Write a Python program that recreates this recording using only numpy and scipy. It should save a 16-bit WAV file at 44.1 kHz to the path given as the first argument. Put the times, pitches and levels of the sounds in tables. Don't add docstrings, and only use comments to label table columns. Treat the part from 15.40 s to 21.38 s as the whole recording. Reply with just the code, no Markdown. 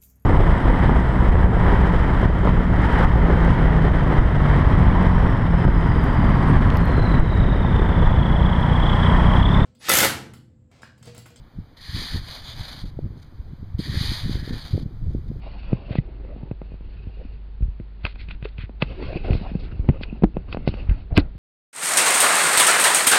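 import sys
import numpy as np
from scipy import signal
from scipy.fft import rfft, irfft, next_fast_len
from scipy.io import wavfile
from scipy.ndimage import uniform_filter1d, map_coordinates

SR = 44100
rng = np.random.default_rng(int(sys.argv[2]) if len(sys.argv) > 2 else 0)


def log_audio(samples):
    frames = np.atleast_2d(samples).T
    limited = np.clip(frames, -1, 1)
    pcm = np.round(limited * 32767).astype(np.int16)
    wavfile.write(sys.argv[1], SR, pcm)


N = 263718


def amp(db):
    return 10 ** (np.asarray(db) / 20)


def unit(x):
    return x / np.sqrt(np.mean(x ** 2) + 1e-20)


def wobble(rate):
    knots = rng.standard_normal(int(N * rate / SR) + 4)
    return map_coordinates(knots, [np.arange(N) * rate / SR])


def filtered(x, response):
    size = next_fast_len(len(x) + SR // 4)
    return irfft(rfft(x, size) * response(np.fft.rfftfreq(size, 1 / SR)), size)[:len(x)]


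def coloured(x, spectrum):
    hz, db = np.transpose(spectrum)
    return filtered(x, lambda f: amp(np.interp(np.log(f + 1), np.log(hz + 1), db)))


def add(track, start_s, sound):
    part = track[round(start_s * SR):][:len(sound)]
    part += sound[:len(part)]


def friction(spectrum, rate, grain_db, flutter_db, patchy_db):
    releases = (rng.random(N) < rate / SR) * rng.standard_normal(N)
    grainy_hiss = rng.standard_normal(N) + amp(grain_db) * unit(releases)
    frames = signal.stft(grainy_hiss, nperseg=1024)[2]
    patches = uniform_filter1d(rng.standard_normal(frames.shape), size=5, axis=0)
    patches = uniform_filter1d(patches, size=5, axis=1)
    force = signal.istft(frames * amp(patchy_db * unit(patches)), nperseg=1024)[1][:N]
    return unit(coloured(force, spectrum) * amp(flutter_db * wobble(70)))


# frequency in Hz, relative spectral density in dB.
ROOM_SPECTRUM = [(60, -6), (200, -10), (290, -12.5), (370, -1.5), (550, -10.5), (950, -12.5), (1200, -16),
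                 (1650, -16.5), (2100, -19), (2650, -19), (3300, -22), (4700, -24), (6000, -44)]

def room(level_db=-56):
    return amp(level_db) * unit(coloured(rng.standard_normal(N), ROOM_SPECTRUM))


# frequency in Hz, rms level in dB.
HUM_LINES = [(49.8, -33.5), (199.2, -61)]

def hum():
    t = np.arange(N) / SR
    return sum(np.sqrt(2) * amp(db) * np.sin(2 * np.pi * (hz * t + rng.random())) for hz, db in HUM_LINES)


# start and length in seconds, then gains in dB of rub, slide and shake.
HAND_STROKES = [(0, 0.58, -52, -52, -38.5), (0.269, 0.29, -48, -81, -41), (0.614, 0.47, -46, -65, -43),
                (1.205, 0.14, -55, -61.5, -54), (1.418, .52, -56.5, -59.5, -44.5),
                (2.724, 0.25, -66, -70, -39.5), (3.449, 0.66, -41.5, -49, -33),
                (3.563, 0.13, -39, -50, -39.5), (3.828, .15, -37.5, -49.5, -24),
                (4.132, 0.19, -46.5, -57, -32.5), (4.341, 0.431, -44.5, -59, -32.5),
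                (4.931, 0.096, -46.5, -63, -31), (5.066, 0.54, -46, -57, -31), (5.27, 0.13, -57, -50, -56),
                (5.7, 0.16, -40.5, -66, -26.5)]

def strokes(attack_s=0.024, release_s=0.023, unsteady_db=1.97):
    t, gains = np.arange(N) / SR, np.zeros((3, N))
    for start, length, *levels_db in HAND_STROKES:
        swell = np.clip((t - start) / attack_s, 0, 1)
        decay = np.exp(-np.clip(t - start - length, 0, 1) / release_s)
        gains += np.outer(amp(levels_db), swell * decay)
    return gains * amp(unsteady_db * wobble(21))


# frequency in Hz, relative spectral density in dB.
TREMOR_SPECTRUM = [(8, -15.5), (22, 10), (36, 2), (55, 0.5), (80, -0.5), (120, -7.5), (200, -13.5),
                   (300, -19.5), (600, -59), (1500, -99.5)]

def tremor(shake_gain, resting_db=-41.5):
    shake = friction(TREMOR_SPECTRUM, rate=120, grain_db=-8, flutter_db=0.8, patchy_db=0.8)
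    return (amp(resting_db) + shake_gain) * shake


# frequency in Hz, relative spectral density in dB.
SKIN_SPECTRUM = [(88, -25.5), (150, -10.5), (278, -0.5), (373, 0.5), (654, -6), (1130, -18.5), (1480, -22),
                 (1620, -28.5), (2200, -20.5), (2860, -54), (4840, -120)]
PORT_SPECTRUM = [(500, -35), (950, -12.5), (1250, -11), (1500, -6), (1750, -13), (2330, -9.5), (2560, -0.5),
                 (2780, -2.5), (3150, -13), (3900, -15), (4550, -11.5), (5200, -21)]

def rubbing(skin_gain, slide_gain, slide_db=0.5):
    skin = friction(SKIN_SPECTRUM, rate=220, grain_db=-2.5, flutter_db=2.0, patchy_db=4.0)
    slide = friction(PORT_SPECTRUM, rate=200, grain_db=-12, flutter_db=1.5, patchy_db=2.5)
    return skin_gain * skin + amp(slide_db) * slide_gain * slide


def friction_burst(scrape, middle_s, half_s, db, centre_hz, half_octaves):
    out, t = np.zeros(N), np.arange(N) / SR - middle_s
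    span = np.abs(t) < np.pi * half_s
    band = filtered(scrape[span], lambda f: np.exp(-(np.log2((f + 1) / centre_hz) / half_octaves) ** 2))
    out[span] = amp(db) * unit(band) * np.exp(-(t[span] / half_s) ** 2)
    return out


# frequency in Hz, relative spectral density in dB.
SCRAPE_SPECTRUM = [(200, -1), (800, -4), (1120, -6), (1510, -1.5), (1760, -10), (2030, -3), (2240, -7),
                   (2580, -2), (2900, -8), (3880, -4.5), (4600, -4), (5400, -11.5)]
# middle and half length in seconds, level in dB, band centre in Hz.
GRIP_SLIPS = [(.11, 0.14, -48.5, 722), (0.532, 0.032, -44, 2200), (0.576, 0.021, -43, 2430),
              (1.809, 0.028, -41, 478), (2.679, 0.044, -43.5, 2550), (2.812, 0.038, -45, 2570),
              (2.915, 0.028, -44, 2210), (3.048, 0.024, -46.5, 2340), (3.102, 0.025, -50.5, 2440),
              (3.221, 0.028, -40, 2060), (3.611, 0.034, -30.5, 389), (3.765, 0.013, -28.5, 390),
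              (3.7, 0.017, -45, 420), (3.89, 0.011, -25, 543), (3.962, 0.063, -44.5, 3990),
              (4.066, 0.037, -42, 780), (4.227, 0.063, -49, 3900), (4.28, 0.035, -45.5, 1360),
              (4.626, .011, -41.5, 3870), (5.129, 0.019, -42, 3610), (5.287, 0.017, -38.5, 4020),
              (5.506, 0.028, -48, 1500), (5.768, 0.009, -27, 4430), (5.776, 0.0073, -19.5, 1725),
              (5.794, 0.0095, -28, 3800)]

def slips(scrape, half_octaves_at_2khz=0.87, widening=0.4):
    return sum(friction_burst(scrape, middle, half, db, hz, half_octaves_at_2khz * (hz / 2000) ** widening)
               for middle, half, db, hz in GRIP_SLIPS)


def soft_contact(hz, corner_hz):
    return 1 / (1 + 1j * np.sqrt(2) * hz / corner_hz - (hz / corner_hz) ** 2) ** 2


# start in seconds, relative force in dB, rise time in milliseconds,
# bounce frequency in Hz, which the grip sets.
BLOWS = [(0.3215, -19, 0.94, 100), (0.3303, -2, 1.35, 132), (0.5073, -12.5, 1.96, 115),
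         (0.5545, -12.5, .45, 165), (0.5847, -3, 2.4, 135), (.9626, -28, 0.81, 200),
         (1.0326, -17, 1.9, 107), (1.113, -12.5, 1, 110), (1.2168, -21.5, 0.5, 150), (1.32, -26, 1, 96),
         (1.342, -26.5, 1, 112), (1.4085, -28, 1, 101), (1.6707, -16.5, 2.5, 69.5),
         (1.851, -28.5, 1.7, 230), (2.207, -15.5, 3, 70), (2.224, -2.5, 5.2, 56), (2.254, -15, 4.4, 74),
         (2.282, -10, 6.2, 65), (2.4, -18.5, 1.5, 95), (2.406, -23.5, 2.76, 332), (2.6425, -11.5, 4.6, 91),
         (2.886, -24, 2.9, 110), (3.0259, -15.5, 3.7, 127), (3.053, -19.5, 1, 421), (3.186, -16, 3.1, 86),
         (3.236, -18, 3.1, 91), (3.2948, -27, 0.42, 220), (3.4245, -6.5, 1, 138), (3.7565, -14, 2.2, 158),
         (3.9038, -2, 3, 120), (3.9232, -4.5, 5.2, 75), (3.952, -7.5, 1.3, 55), (4.0127, -17.5, 1.67, 190),
         (4.1155, -18, 1.7, 201), (4.1525, -8, 1.72, 154), (4.325, -17, 2.4, 96), (4.3946, -7.5, 3.5, 54.7),
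         (4.4889, 3.5, 1.68, 78.4), (4.4978, -3.5, 1.32, 141), (4.611, -21.5, 0.48, 196),
         (4.7266, -14.5, 1.97, 213), (4.823, -10, 0.99, 149), (4.8357, 4.5, 1.56, 195),
         (4.8383, 1.5, 1.35, 315), (4.9687, -10, 0.53, 162), (5.1469, -12, 0.34, 90),
         (5.171, -13.5, 0.34, 180), (5.1888, -24, 1.7, 230), (5.2759, -2, 0.71, 100),
         (5.2885, -7, 1.75, 70), (5.3401, -19.5, 0.34, 200), (5.488, 1, 6.1, 55), (5.511, -4, 3.5, 60),
         (5.7235, -10, 2.65, 85), (5.775, 7, 2.2, 88), (5.779, 4, 0.61, 285), (5.952, -23, 2.8, 129)]
# frequency in Hz, bandwidth in Hz, gain in dB.
HOUSING_MODES = [(236, 11, -34.5), (363, 63, -17), (505, 140, -14.5), (605, 260, -8.5), (990, 100, -32)]

def knocks(bounce_t60=0.036, rattle_db=-17, rattle_t60=0.14, lurch_db=-16.5, lurch_hz=41, lurch_t60=0.15):
    out, t = np.zeros(N), np.arange(SR // 6) / SR
    damping_hz = np.log(1000) / (np.pi * bounce_t60)
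    phase = 2 * np.pi * lurch_hz * t
    lurch = np.sin(phase) * amp(lurch_db - 60 * t / lurch_t60) * (1 - np.exp(-phase))
    for start, db, rise_ms, bounce_hz in BLOWS:
        rises = 1000 * t / rise_ms
        push = rises ** 2 * np.exp(2 - 2 * rises)
        jolt = filtered(push, lambda f: -f * f / (bounce_hz ** 2 - f * f + 1j * f * damping_hz))
        joints = rng.standard_normal(len(t)) * amp(-60 * t / rattle_t60)
        rattle = signal.fftconvolve(jolt, joints / np.linalg.norm(joints))[:len(t)]
        add(out, start, amp(db) * (jolt + amp(rattle_db) * rattle - rise_ms ** 0.6 * lurch))
    housing = lambda f: 1 + sum(amp(db) * 1j * f * width / (hz * hz - f * f + 1j * f * width)
                                for hz, width, db in HOUSING_MODES)
    return filtered(out, lambda f: housing(f) * np.abs(soft_contact(f, corner_hz=2170)))


def blow_ticks(db_at_1ms=-25.5, loss_db=6.5, corner_hz=2590):
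    return [(start, db + db_at_1ms - loss_db * np.log2(rise_ms), corner_hz)
            for start, db, rise_ms, _ in BLOWS]


# time in seconds, peak level in dB, low-pass corner in Hz.
CASING_CLICKS = [(2.399, -37.5, 2670), (2.6514, -7, 3400), (2.665, -15, 3800), (2.758, -32, 1860),
                 (2.8867, -30, 3960), (2.909, -24.5, 3210), (3.0262, -24.5, 3140), (3.055, -22, 2550),
                 (3.1822, -26, 4100), (3.4222, -5, 3900), (3.9082, -24, 2960), (3.932, -20, 3000),
                 (4.491, -18.5, 2240), (4.6342, -15.5, 4800), (4.8405, -22.5, 1640), (5.127, -15.5, 3500),
                 (5.2769, -16.5, 3570), (5.34, -24.5, 3100), (5.4957, -24.5, 2720), (5.7686, -8, 5520),
                 (5.7764, 2, 3300), (5.783, -12, 2370)]
# frequency in Hz, relative level in dB, time to fall 60 dB in seconds.
SHELL_MODES = [(1680, -23, 0.019), (2113, -13.5, 0.024), (2578, -0.5, 0.013), (2820, -1, 0.0058),
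               (3020, -11.5, 0.0065), (3920, -21, .012), (4730, -17.5, 0.03)]

def ticks(crack_db=-4, crack_t60=0.011, rattle_db=-20, rattle_t60=0.094,
          attack_s=0.00031, lead_in_db=-19, lead_in_s=0.0068):
    out, lead = np.zeros(N), SR // 50
    t = np.arange(-lead, SR // 10) / SR
    after, before = np.maximum(t, 0), np.maximum(-t, 0)
    for contact_s, db, corner_hz in list(CASING_CLICKS) + blow_ticks():
        ring = sum(amp(mode_db + rng.normal(0, 0.62) - 60 * after / t60)
                   * np.sin(2 * np.pi * hz * rng.normal(1, 0.015) * after)
                   for hz, mode_db, t60 in SHELL_MODES)
        grit = unit(coloured(rng.standard_normal(len(t)), SCRAPE_SPECTRUM))
        crack = amp(crack_db - 60 * after / crack_t60) * grit
        rattle = amp(rattle_db - 60 * after / rattle_t60) * grit
        lead_in = amp(lead_in_db) * np.exp(-before / lead_in_s) * (t < 0) * grit
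        onset = 1 - np.exp(-after / attack_s)
        tick = filtered(lead_in + onset * (ring + crack + rattle), lambda f: soft_contact(f, corner_hz))
        add(out, contact_s - lead / SR, amp(db) * tick / np.abs(tick).max())
    return out


# middle and half length in seconds, level in dB, pitch in Hz.
FINGER_SQUEAKS = [(0.587, 0.0082, -44, 2010), (2.817, .03, -59, 2120), (3.773, 0.042, -41, 2500),
                  (4.662, 0.11, -53.5, 2660), (5.536, 0.022, -55.5, 1790)]

def squeaks(scrape, half_octaves=0.15):
    return sum(friction_burst(scrape, *squeak, half_octaves) for squeak in FINGER_SQUEAKS)


def scene():
    skin_gain, slide_gain, shake_gain = strokes()
    handling = knocks() + ticks() + rubbing(skin_gain, slide_gain)
    scrape = friction(SCRAPE_SPECTRUM, rate=270, grain_db=-2.5, flutter_db=4.0, patchy_db=1)
    return (handling + slips(scrape) + squeaks(scrape) + tremor(shake_gain) + hum() + room())[None]


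# frequency in Hz, gain in dB.
MICROPHONE_RESPONSE = [(4600, -1), (4850, -4.5), (5300, -1.5), (5600, -11), (6200, -40), (7000, -78)]
INPUT_RESPONSE = [(4400, -1.5), (6000, -9.5), (15000, -3.5)]

def record(dry, clip_level=0.71, hardness=24, hiss_db=-99, top_hz=15800):
    picked_up = coloured(dry[0], MICROPHONE_RESPONSE)
    clipped = picked_up / (1 + np.abs(picked_up / clip_level) ** hardness) ** (1 / hardness)
    dulled = coloured(clipped + amp(hiss_db) * rng.standard_normal(N), INPUT_RESPONSE)
    return filtered(dulled, lambda hz: hz < top_hz)[None]


dry = scene()
out = record(dry)
log_audio(out)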